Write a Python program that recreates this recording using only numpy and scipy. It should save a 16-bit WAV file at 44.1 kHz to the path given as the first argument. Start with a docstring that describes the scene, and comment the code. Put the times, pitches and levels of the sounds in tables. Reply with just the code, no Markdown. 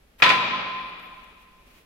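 """A plastic toilet seat is grabbed, knocks hard on the porcelain bowl and rattles for a tenth of a second.
Each knock is a noise crack plus short plastic modes. The bowl rings near 1 kHz; the tiled room echoes on.
The hinge squeaks faintly as the seat goes up, and a sleeve rustles over the ventilation hum.
A fast limiter flattens the hardest knocks."""
import sys
import numpy as np
from scipy import signal
from scipy.fft import rfft, irfft
from scipy.io import wavfile
from scipy.ndimage import uniform_filter1d, minimum_filter1d

SR = 44100
rng = np.random.default_rng(int(sys.argv[2]) if len(sys.argv) > 2 else 0)


def file_out(sig):
    """Save sig as 16-bit WAV at sys.argv[1]."""
    # one column per channel
    cols = np.atleast_2d(sig).T
    # limit, then scale
    lim = np.clip(cols, -1, 1)
    pcm = np.round(lim * 32767).astype(np.int16)
    wavfile.write(sys.argv[1], SR, pcm)


N = 81585
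T = np.arange(N) / SR
HZ = np.maximum(np.fft.rfftfreq(2 * N, 1 / SR), 1)


def undb(db):
    """Decibels to gain."""
    return 10 ** (np.asarray(db) / 20)


def unit(x):
    """Scale to rms 1."""
    return x / np.sqrt(np.mean(x ** 2))


def shape(x, gain):
    """Filter by a gain per frequency."""
    return irfft(rfft(x, 2 * N) * gain)[..., :N]


def causal(db):
    """Minimum-phase response: nothing sounds before a hit."""
    cepstrum = irfft(np.log(undb(db)))
    cepstrum[1:N] *= 2
    cepstrum[N + 1:] = 0
    return np.exp(rfft(cepstrum))


def curve(points):
    """Interpolate (f, value) points over HZ on a log axis."""
    hz, values = np.array(points, float).T
    return np.interp(np.log(HZ), np.log(hz), values)


def fade(t60_s, t=T):
    """Exponential decay."""
    return np.exp(-np.log(1000) * t / t60_s)


def pan(db):
    """Stereo gains, left db above right."""
    return undb(np.array([[db], [-db]]) / 2)


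def walk(rate_hz):
    """Smooth random drift, rms 1."""
    hold = max(int(SR / rate_hz), 1)
    steps = np.repeat(rng.standard_normal(N // hold + 2), hold)
    return unit(uniform_filter1d(steps, hold)[:N])


def arch(start_s, length_s):
    """Half-sine swell."""
    return np.sin(np.pi * np.clip((T - start_s) / length_s, 0, 1))


def diffuse(coherent_below_hz=350):
    """Stereo noise, alike in the bass, unrelated in the treble."""
    coherence = np.clip(1.04 / (1 + (HZ / coherent_below_hz) ** 2), 0, 1)
    mid, side = shape(rng.standard_normal((2, N)), np.sqrt([1 + coherence, 1 - coherence]))
    return unit(np.array([mid + side, mid - side]))


def tilt_octaves(hz):
    """Octaves from the pivot of the hardness tilt."""
    return np.log2(np.clip(hz, 500, 5000) / 2400)


# seat modes: f/Hz, relative level/dB, t60/s
SEAT_MODES = [(1347.5, -11.5, .045), (1605, -17, 0.033), (1918, -8.5, 0.023), (2441, 3.5, 0.017),
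              (2960, -19, 0.035), (3407, -10.5, .03), (3800, -19, .03), (4640, -22, 0.026)]
# contact crack spectrum: f/Hz, relative level/dB
CRACK_SPECTRUM = [(40, -26.5), (120, -14.5), (400, -9.5), (800, -9), (1300, 1), (2500, 8), (4000, -4.5),
                  (6000, -20.5), (8500, -32.5), (13000, -35), (16000, -49.5)]


def seat_contact(modes_db=-10.5, crack_db=-13.5, crack_t60_s=0.031, radiate_hz=613, contact_hz=5000):
    """One impact on plastic: mode spectrum, crack spectrum, crack envelope."""
    t = T[:SR // 5]
    modes = sum(undb(db) * np.sin(2 * np.pi * hz * t) * fade(t60_s, t) for hz, db, t60_s in SEAT_MODES)
    softening = causal(-10 * np.log10(1 + (HZ / contact_hz) ** 4))  # contact time dulls the top
    radiation = HZ / (HZ - 1j * radiate_hz)  # the seat radiates bass poorly
    body = rfft(undb(modes_db) * modes, 2 * N) * softening * radiation
    return body, causal(curve(CRACK_SPECTRUM)), 2 * undb(crack_db) * fade(crack_t60_s, t)


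# seat on bowl: t/s, level/dB, hardness/(dB/octave), left-right/dB
KNOCKS = [(0.201, -28.5, -6, 6), (0.2218, -0.5, -1, -5.5), (0.2233, 3.5, 0, 9), (0.2275, -0.5, 4.5, -10.5),
          (0.2387, -5.5, 11, 1.5), (.2600, -5.5, -2.5, 11.5), (0.2638, -0.5, -0.5, -1),
          (0.292, -8.5, 11.5, -10), (0.2956, -16, 9, -1.5), (0.3009, -6.5, 0, -14.5), (0.303, -1.5, -1, 12),
          (0.34, -10.5, -0.5, 9.5)]


def seat_knocks(body, crack_colour, crack_envelope):
    """Each knock cracks and briefly rings the plastic; harder contacts are brighter."""
    out = np.zeros((2, N))
    log_tilt = np.log(causal(tilt_octaves(HZ)))
    for start_s, db, hardness, side_db in KNOCKS:
        burst = rng.standard_normal((2, len(crack_envelope))) * crack_envelope
        crack = rfft(burst, 2 * N) * crack_colour
        knock = irfft((body + crack) * np.exp(hardness * log_tilt))
        onset = int(start_s * SR)
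        out[:, onset:] += undb(db) * pan(side_db) * knock[:, :N - onset]
    return out


# bowl modes and room standing waves: f/Hz, level/dB, t60/s, build-up/s, smear/Hz
RING_MODES = [(126.4, -41, 1.7, 0.017, 6), (183.8, -38.5, 2.4, .03, 4.3), (234.6, -41, 2.3, 0.015, 16),
              (984, -22, 1.1, 0.018, 22), (1023, -9, .48, 0.013, 12), (1031.4, -9.5, 1.635, 0.54, 36),
              (1321, -34, 0.87, .01, 16), (2336, -31, 0.73, .04, 48), (2280, -26.5, 1, .01, 18),
              (2756, -28.5, 0.85, .01, 12)]


def bowl_and_room_ring(start_s=0.2225, clear_hz=15):
    """Long tones set off by the main knock; the more echoes smear one, the more it flutters."""
    t = np.maximum(T - start_s, 0)
    out = np.zeros((2, N))
    for hz, db, t60_s, build_s, smear_hz in RING_MODES:
        shared, left, right = (walk(smear_hz) + 1j * walk(smear_hz) for _ in range(3))
        flutter = shared + min(hz / 1200, 1) * np.array([left, right])
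        phasor = np.exp(2j * np.pi * rng.random()) + (smear_hz / clear_hz) ** 2 * flutter / 2
        phasor /= np.sqrt(np.mean(np.abs(phasor) ** 2))
        envelope = undb(db) * fade(t60_s, t) * (1 - np.exp(-t / build_s))
        out += envelope * np.imag(phasor * np.exp(2j * np.pi * hz * t))
    return out


# tiled room bands: f/Hz, early level/dB, late level/dB, late t60/s, left-right/dB
ROOM_BANDS = [(60, -1, -4, 2.3, -2.5), (149, 0.5, -2.5, 2.13, -3.5), (400, -2.5, -1.5, 1.76, -2),
              (910, 0.5, -1, 1.98, 0.5), (1520, -2.5, -8.5, 1.784, 3), (2640, -9.5, -11, 1.9, 3.5),
              (3710, -3, -7, 1.72, 0.5), (6100, -5, -12, 1.26, -2.5), (8900, -5, -12.5, 0.49, -4.5),
              (14000, -6, -11.5, 0.37, -9)]


def room_echoes(body, crack_colour, crack_envelope, early_rise_s=0.005, early_t60_s=0.24, build_s=0.079):
    """Every knock feeds early echoes and a diffuse tail in its own colour; the treble dies first."""
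    knock_power = np.abs(body) ** 2 + np.abs(crack_colour) ** 2 * np.sum(crack_envelope ** 2)
    field = rfft(diffuse(), 2 * N) * np.sqrt(knock_power)
    early = unit((1 - np.exp(-(T / early_rise_s) ** 2)) * fade(early_t60_s))
    out = np.zeros((2, N))
    for hz, early_db, late_db, t60_s, side_db in ROOM_BANDS:
        band = curve([(centre_hz, centre_hz == hz) for centre_hz, *_ in ROOM_BANDS])  # triangular
        late = unit((1 - np.exp(-T / build_s)) * fade(t60_s))
        echo_power = (undb(early_db) * early) ** 2 + (undb(late_db) * late) ** 2
        power = np.zeros(N)
        for start_s, db, hardness, _ in KNOCKS:
            onset = int(start_s * SR)
            power[onset:] += undb(db + hardness * tilt_octaves(hz)) ** 2 * echo_power[:N - onset]
        out += pan(side_db) * 2 * np.sqrt(power / N) * irfft(field * band)[:, :N]
    return out


# hinge squeaks: t/s, length/s, top f/Hz, level/dB
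SQUEAKS = [(0.615, 0.16, 11000, -82), (0.814, 0.13, 11200, -74), (1.0, 0.085, 12100, -65)]


def hinge(bend=0.1, roughness=0.03):
    """Thin, rough squeaks that rise and fall in pitch."""
    out = np.zeros(N)
    for start_s, length_s, top_hz, db in SQUEAKS:
        swell = arch(start_s, length_s)
        pitch_hz = top_hz * (1 - bend * (1 - swell) + roughness * walk(rate_hz=900))
        out += undb(db) * swell * np.sin(2 * np.pi * np.cumsum(pitch_hz) / SR)
    return out


# hand and sleeve rubs: t/s, length/s, level/dB
RUBS = [(0.181, 0.048, -48.5), (0.995, 0.0068, -53), (1.233, 0.017, -62), (1.372, 0.084, -66.5),
        (1.66, 0.034, -66), (1.651, 0.21, -59)]
# friction spectrum: f/Hz, relative level/dB
RUB_SPECTRUM = [(100, -3.5), (700, -11), (2500, -1), (5000, -11.5), (8000, -16.5), (12000, -13.5),
                (16000, -14.5)]


def sleeve(slide_db=-71, flicker_db=1.1):
    """Soft rubs of hand and cloth over the slide of the lifting arm."""
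    rubs = sum(undb(db) * arch(start_s, length_s) for start_s, length_s, db in RUBS)
    slide = undb(slide_db) * arch(start_s=0.57, length_s=1.33)
    friction = unit(shape(diffuse(), undb(curve(RUB_SPECTRUM))))
    return friction * (rubs + slide) * undb(flicker_db * walk(rate_hz=72))


# ventilation spectrum: f/Hz, relative level/dB
VENT_SPECTRUM = [(20, -4.5), (50, 3.5), (90, -13.5), (200, -10.5), (500, -14), (1000, -21), (2500, -21.5),
                 (5000, -30), (8000, -35), (12000, -31), (16000, -41.5)]


def ventilation(level_db=-59, swell_db=1.5):
    """Low, gently swelling rumble with a little hiss."""
    rumble = unit(shape(diffuse(), undb(curve(VENT_SPECTRUM))))
    return rumble * undb(level_db + swell_db * walk(rate_hz=5.84))


def scene():
    """The seat close by, the room around it."""
    contact = seat_contact()
    impact = seat_knocks(*contact) + room_echoes(*contact) + bowl_and_room_ring()
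    return impact + hinge() + sleeve() + ventilation()


def record(dry):
    """A fast limiter holds the peaks; a steep low-pass cuts the top."""
    ceiling, window_s, cutoff_hz = 0.96, 0.00045, 15750
    window = int(window_s * SR)
    needed_gain = ceiling / np.maximum(np.abs(dry), ceiling)
    gain = uniform_filter1d(minimum_filter1d(needed_gain, window), window)
    lowpass = signal.ellip(8, rp=0.2, rs=70, Wn=cutoff_hz, fs=SR, output="sos")
    return signal.sosfilt(lowpass, dry * gain)


dry = scene()
out = record(dry)
file_out(out)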